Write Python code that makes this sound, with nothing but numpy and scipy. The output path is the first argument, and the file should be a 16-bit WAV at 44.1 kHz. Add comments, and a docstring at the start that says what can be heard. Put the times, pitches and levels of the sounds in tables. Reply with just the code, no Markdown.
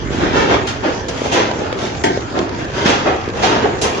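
"""A shelter at the edge of a grassy field, in a fall of large hailstones.
Single stones crash on roofing nearby, each a rattling swell that dies away; others land on the turf
with short dull thuds, some with a sharp click. A few ring a single sheet; one knocks on a hollow panel.
Small ice ticks all around, and distant stones merge into a steady rush over a low rumble of wind."""
import sys
import numpy as np
from scipy.fft import rfft, irfft, next_fast_len
from scipy.io import wavfile
from scipy.ndimage import map_coordinates

SR = 44100
rng = np.random.default_rng(int(sys.argv[2]) if len(sys.argv) > 2 else 0)


def store_wav(level_fs):
    """Save 16-bit WAV to argv[1]."""
    pcm = np.round(np.clip(np.atleast_2d(level_fs), -1, 1) * 32767)
    wavfile.write(sys.argv[1], SR, pcm.T.astype(np.int16))


N = 176400
TOP_HZ = 11250
LEAD_S = 0.00049  # delay between the ports; crashes, rings and knock lead left, thuds slightly right
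OPPOSITE = np.array([[1], [-1]])  # left, right

CRASH_DB, CRASH_PAN_DB, BODY_WIDTH_OCT = -1.53, -0.8, 0.95
RATTLE_DB, RATTLE_PER_S = 1, 420
SPLASH_HZ, SPLASH_DB, SPLASH_T60_SHARE = (5300, 9440), -6, 0.45
# Body, clatter and treble bands: (low edge [Hz], high edge [Hz])
CRASH_BANDS = [(138, 757), (800, 3130), (3000, 3640)]
# Decay of the same bands: (share of the crash's t60 [ratio])
T60_SHARES = [1, 1, 0.86]
# Roofing spectrum: (frequency [Hz], density [dB])
ROOF_SPECTRUM = [(100, 4), (160, -1), (400, 2.5), (520, 0), (700, -0.5), (1150, -6.5), (1600, -8),
                 (2400, -16.5), (4000, -22), (5200, -15), (6400, -8), (7400, -13), (9500, -59)]
# Stones on the roofing, levels relative:
# (time [s], rise [s], t60 [s], body pitch [Hz], body [dB], clatter [dB], treble [dB])
ROOF_HITS = [(.09, 0.042, 0.62, 350, -26, -27, -31), (.165, 0.06, 0.89, 286, -16, -19, -30),
             (.315, 0.053, 0.98, 323, -12, -15, -23), (.475, 0.04, 0.42, 456, -13.5, -13.5, -25),
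             (.666, 0.0086, 0.51, 402, -51, -26, -23.5), (.82, 0.029, 0.49, 378, -14.5, -17.5, -31.5),
             (1.082, 0.0028, 0.35, 500, -24.5, -28, -26), (1.1, 0.098, 1, 408, -43, -30.5, -32),
             (1.232, 0.018, 0.89, 560, -20.5, -28, -30), (1.31, 0.021, 0.49, 424, -16.5, -18.5, -19.5),
             (1.335, 0.037, 0.72, 388, -14.5, -15, -23), (1.541, 0.075, 0.92, 430, -23.5, -29, -38),
             (1.755, 0.067, 0.62, 328, -21.5, -27.5, -29.5), (2.037, 0.0011, 0.41, 344, -34, -28.5, -22.5),
             (2.335, 0.035, 0.55, 328, -14.5, -22, -34), (2.549, 0.047, 0.39, 340, -27, -30, -37),
             (2.712, 0.072, 1, 328, -21, -20.5, -27), (2.848, 0.011, 0.87, 285, -15.5, -14, -19),
             (2.872, 0.019, 0.55, 325, -14.5, -15.5, -19.5), (3.046, 0.024, 0.52, 470, -12, -14.5, -31),
             (3.315, 0.077, .8, 346, -21, -25, -31), (3.414, 0.023, 0.88, 330, -15.5, -14, -19),
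             (3.484, 0.047, 0.48, 284, -15.5, -17, -32), (3.616, 0.018, 0.63, 440, -12, -17.5, -33.5),
             (3.812, 0.0061, 0.72, 378.5, -16, -29, -20), (3.82, 0.033, 0.42, 330, -28, -16, -38),
             (3.91, 0.046, 0.81, 360, -22, -31, -34.5)]


def roof_crashes():
    """Each stone sets the sheets rattling, the treble dying first. Hard hits add a splash of ice."""
    out, size = np.zeros((2, N)), 32768
    t, hz = np.arange(size) / SR, np.fft.rfftfreq(size, 1 / SR)
    low, mid, high = [amp(along(ROOF_SPECTRUM, hz)) * band(hz, lo, hi) for lo, hi in CRASH_BANDS]
    ice = band(hz, *SPLASH_HZ)
    wall_gain = 0.4 * band(hz, 870, TOP_HZ, order=1)  # nearby walls colour each crash differently
    for s, rise, t60, pitch, body_db, clatter_db, treble_db in ROOF_HITS:
        field = arriving(hz, direct_share=0.17) * echoes(hz, wall_gain, spread_s=.008, count=4)
        rattle = unit(amp(RATTLE_DB * wobble(RATTLE_PER_S, size)))
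        hump = np.exp(-.5 * (np.log2((hz + 1) / pitch) / BODY_WIDTH_OCT) ** 2)
        splash_db = treble_db + SPLASH_DB + (treble_db - clatter_db)
        colours = low * hump, mid, high, ice
        levels_db = body_db, clatter_db, treble_db, splash_db
        for colour, db, share in zip(colours, levels_db, (*T60_SHARES, SPLASH_T60_SHARE)):
            noise = unit(irfft(field * colour))
            add(out, s, amp(db) * noise * rattle * swell(t, rise, t60 * share))
    return out * amp(CRASH_DB) * pan(CRASH_PAN_DB)


THUD_DB, THUD_RISE_CYCLES, GRASS_DB = -2.5, 0.63, -27.5
PATTER_PER_S, PATTER_DB, PATTER_SPREAD_DB, PATTER_HZ = 110, -21.5, 2, 366
# Near stones on the turf: (time [s], relative level [dB], pitch [Hz])
TURF_HITS = [(.105, -6, 340), (.146, -5, 340), (.184, -6, 257), (0.23, -2, 280), (.261, -14, 277),
             (.336, -5, 283), (0.38, -7, 224), (.549, -3, 556), (1.217, -3, 453), (1.259, -5, 606),
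             (1.347, -2.5, 450), (1.513, -3, 706), (1.618, -5.5, 447), (1.727, -6, 440), (2.1736, -1, 450),
             (2.39, -4, 404), (2.413, -4.5, 430), (2.856, -2, 212), (3.077, -7, 594), (3.096, -6.5, 388),
             (3.276, -6, 366), (3.293, -9, 382)]


def turf():
    """Near stones thud on the turf; others patter at random farther out."""
    out = np.zeros((2, N))
    for s, db, hz in TURF_HITS:
        add(out, s, amp(THUD_DB + db) * thud(hz))
    for _ in range(int(PATTER_PER_S * N / SR)):
        size, pitch, side = rng.standard_normal(3)
        stone = thud(PATTER_HZ * np.exp(.35 * pitch))
        db = PATTER_DB + PATTER_SPREAD_DB * min(size, 2)
        add(out, rng.uniform(0, N / SR), stone * amp(db) * pan(2 * side))
    return out


def thud(hz):
    """A stone hits soft ground: about two cycles of dull push and a tiny snap of grass."""
    t = np.arange(SR // 40) / SR
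    delay_s = LEAD_S * (1 + rng.uniform(0.072, 0.33) * OPPOSITE)
    age_s = np.maximum(t - delay_s, 0)
    rise = age_s * hz / THUD_RISE_CYCLES  # 1 at the crest
    envelope = (rise * np.exp(1 - rise)) ** 2
    phase = 2 * np.pi * (hz * age_s - THUD_RISE_CYCLES) + rng.uniform(0, np.pi / 2)
    return envelope * np.cos(phase) + amp(GRASS_DB) * snap(SNAP_HZ)


CHATTER_RAD, CHATTER_PER_S = 0.89, 168
# Square hits on one roof sheet: (time [s], pitch [Hz], level [dB])
SHEET_HITS = [(.222, 276, -12), (2.098, 340, -14), (3.058, 611, -17.5), (3.429, 702, -10.5),
              (3.523, 322, -13.5), (3.638, 414, -11.5)]


def ringing_sheets():
    """A square hit rings one sheet with a short hollow note; its phase wavers as the sheet chatters."""
    out, t = np.zeros((2, N)), np.arange(SR // 4) / SR
    delay_s = np.array([[0], [LEAD_S / 2]])
    for s, hz, db in SHEET_HITS:
        phase = 2 * np.pi * hz * (t - delay_s) + CHATTER_RAD * wobble(CHATTER_PER_S, len(t))
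        add(out, s, amp(db) * np.sin(phase) * swell(t, rise_s=0.0069, t60_s=0.16))
    return out


KNOCK_AT_S, KNOCK_DB, LOWEST_MODE_T60_S, DAMPING_POWER = 2.039, -15, 0.63, 0.22
# Panel resonances: (centre [Hz], width [Hz], relative level [dB])
PANEL_MODES = [(270, 230, -7.5), (374, 130, -2), (714, 88, -3), (900, 32, -3.5), (1565, 100, -8.5),
               (1880, 210, -8), (2190, 260, -11), (3110, 200, -12)]


def panel_knock():
    """One stone sets a close hollow panel buzzing in broad resonances; the higher ones die sooner."""
    out, size = np.zeros((2, N)), 32768
    t, hz = np.arange(size) / SR, np.fft.rfftfreq(size, 1 / SR)
    field = arriving(hz, direct_share=0.79)
    for centre, width, db in PANEL_MODES:
        buzz = unit(irfft(field / (1 + (2 * (hz - centre) / width) ** 2)))
        t60 = LOWEST_MODE_T60_S * (PANEL_MODES[0][0] / centre) ** DAMPING_POWER
        add(out, KNOCK_AT_S, amp(KNOCK_DB + db) * buzz * swell(t, rise_s=0.0014, t60_s=t60))
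    return out


SNAP_DECAY_S, SNAP_HZ = 0.0031, 2160
TICKS_PER_S, TICK_DB, TICK_SPREAD_DB, TICK_SPREAD_OCT = 70, -31, 5.5, 0.78
# Sharp clicks of near stones landing: (time [s], level [dB])
LANDING_CLICKS = [(1.514, -21.5), (1.727, -18), (1.789, -21.5), (2.174, -23.5), (2.39, -15)]


def ice_clicks():
    """Near stones click as they land, mostly atop their thuds; small ice ticks all around."""
    out = np.zeros((2, N))
    for s, db in LANDING_CLICKS:
        add(out, s, amp(db) * snap(SNAP_HZ))
    for _ in range(int(TICKS_PER_S * N / SR)):
        size, pitch, side = rng.uniform(-0.66, 1, 3)
        s = rng.uniform(0, N / SR)
        tick = snap(SNAP_HZ * 2 ** (TICK_SPREAD_OCT * (pitch - .5)))
        add(out, s, tick * amp(TICK_DB + TICK_SPREAD_DB * size) * pan(2 * side))
    return out


def snap(hz):
    """A tiny crack: a few milliseconds of noise around a pitch."""
    t = np.arange(SR // 40) / SR
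    noise = rng.standard_normal((2, len(t)))
    burst = unit(filtered(noise, lambda f: band(f, hz / 2, hz * 2, order=3)))
    return burst * np.exp(-t / SNAP_DECAY_S)


FAR_DB, FAR_SWELL_DB, FAR_SWELL_PER_S = -26, 3.5, 14
# Distant hail spectrum: (frequency [Hz], density [dB])
FAR_SPECTRUM = [(100, -14), (160, -12), (260, -5), (380, -3.5), (700, -9.5), (1200, -10), (2400, -19),
                (4000, -25), (7000, -26.5), (11000, -58.5)]


def far_hail():
    """Countless distant stones merge into a grainy rush whose bands swell and sink on their own."""
    hz, spectrum = np.fft.rfftfreq(N, 1 / SR), rfft(rush(FAR_SPECTRUM))
    edges_hz = np.geomspace(20, 12000, 32)
    out = np.zeros((2, N))
    for lo, hi in zip(edges_hz, edges_hz[1:]):
        strip = irfft(spectrum * ((hz >= lo) & (hz < hi)), N)
        out += strip * amp(FAR_SWELL_DB * wobble(FAR_SWELL_PER_S, N))
    grain = amp(0.53 * wobble(260, N))
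    return amp(FAR_DB) * unit(out * grain) * pan(db=-0.5)


WIND_DB = 1
# Wind strength: (time [s], relative level [dB])
WIND_LEVELS = [(0.0, -28.5), (0.41, -26), (0.86, -32.5), (3.82, -29), (4.0, -36.5)]
# Wind balance: (time [s], left minus right [dB])
WIND_BALANCE = [(0, -13), (1, -4), (4, 1)]
# Wind spectrum: (frequency [Hz], density [dB])
WIND_SPECTRUM = [(20, -22.5), (32, -28), (48, 0.5), (65, 5), (110, 7.5), (160, -0.5), (300, -48),
                 (700, -68)]


def wind():
    """Wind rumbles low, at first mostly on the right port."""
    return amp(WIND_DB + curve(WIND_LEVELS)) * rush(WIND_SPECTRUM) * pan(curve(WIND_BALANCE))


# Diffuse field: (frequency [Hz], left-right correlation [ratio])
COHERENCE = [(60, 0.63), (190, 1), (350, 0.77), (620, 0.36), (1100, -0.17), (2000, 0.2), (3500, 0.0053),
             (7000, 0.017)]


def diffuse(hz):
    """Stereo spectrum of noise from all around: alike in the bass, unrelated in the treble."""
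    common, opposed = rng.standard_normal((2, len(hz))) + 1j * rng.standard_normal((2, len(hz)))
    angle = np.arccos(along(COHERENCE, hz)) / 2
    return np.cos(angle) * common + OPPOSITE * np.sin(angle) * opposed


def arriving(hz, direct_share):
    """Stereo noise spectrum, a share of its power straight from the left, the rest diffuse."""
    direct = diffuse(hz)[0] * np.exp(1j * np.pi * hz * LEAD_S * OPPOSITE)
    return np.sqrt(1 - direct_share) * diffuse(hz) + np.sqrt(direct_share) * direct


def rush(spectrum):
    """Coloured diffuse noise of rms 1."""
    hz = np.fft.rfftfreq(N, 1 / SR)
    return unit(irfft(diffuse(hz) * amp(along(spectrum, hz)), N))


def echoes(hz, gain, spread_s, count):
    """Comb response of a few early reflections, with unit power."""
    delays_s = rng.uniform(0, spread_s, (count, 1))
    reflections = np.exp(-2j * np.pi * hz * delays_s).sum(0)
    return (1 + gain * reflections) / np.sqrt(1 + count * gain ** 2)


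def port_ripple(hz):
    """Reflections around the microphone ripple the treble at each port."""
    gain = .2 * band(hz, 2330, TOP_HZ, order=2)
    return np.array([echoes(hz, gain, spread_s=.009, count=6) for _ in range(2)])


def swell(t, rise_s, t60_s, hold_share=0.65):
    """Linear rise, a crest held for a share of the rise time, exponential decay."""
    decaying_s = np.maximum(t - rise_s * (1 + hold_share), 0)
    return np.minimum(t / rise_s, 1) * amp(-60 * decaying_s / t60_s)


def wobble(knots_per_s, size):
    """Smooth random curve."""
    return map_coordinates(rng.standard_normal(4096), [np.arange(size) * knots_per_s / SR], mode="wrap")


def amp(db):
    return 10 ** (np.asarray(db) / 20)


def unit(x):
    return x / np.sqrt(np.mean(x ** 2) + 1e-20)


def pan(db):
    """Stereo gains for a left-minus-right level."""
    return amp(.5 * OPPOSITE * db)


def along(points, hz):
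    """(frequency [Hz], value) points on a log axis."""
    knots_hz, values = np.transpose(points)
    return np.interp(np.log(hz + 1), np.log(knots_hz + 1), values)


def curve(points):
    """(time [s], value) points, one value per sample."""
    return np.interp(np.arange(N) / SR, *np.transpose(points))


def band(hz, lo, hi, order=5):
    """Band-pass gain with soft edges."""
    return 1 / np.sqrt((1 + (lo / (hz + 1)) ** (2 * order)) * (1 + (hz / hi) ** (2 * order)))


def filtered(x, response):
    """Apply a complex frequency response."""
    size = x.shape[-1]
    padded = next_fast_len(size + 4096, True)
    hz = np.fft.rfftfreq(padded, 1 / SR)
    return irfft(rfft(x, padded) * response(hz), padded)[..., :size]


def add(out, s, sound):
    """Mix a stereo sound in at time s."""
    start = max(round(s * SR), 0)
    out[:, start:start + sound.shape[1]] += sound[:, :max(N - start, 0)]


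def scene():
    """Hail near and far, over the wind."""
    rippled = filtered(roof_crashes() + far_hail(), port_ripple)
    return rippled + ringing_sheets() + ice_clicks() + panel_knock() + wind() + turf()


CLIP_LEVEL = .93
# Microphone response: (frequency [Hz], gain [dB])
MIC_RESPONSE = [(20, -0.5), (7000, -0.5), (7600, -4.5), (8100, -14.5), (11000, -7.5)]


def record(dry):
    """The microphone dulls the top, rounds off the highest peaks and limits the band."""
    dulled = filtered(dry, lambda hz: amp(along(MIC_RESPONSE, hz)))
    rounded = dulled / (1 + np.abs(dulled / CLIP_LEVEL) ** 8) ** (1 / 8)
    return filtered(rounded, lambda hz: (hz > 20) & (hz < TOP_HZ))


dry = scene()
out = record(dry)
store_wav(out)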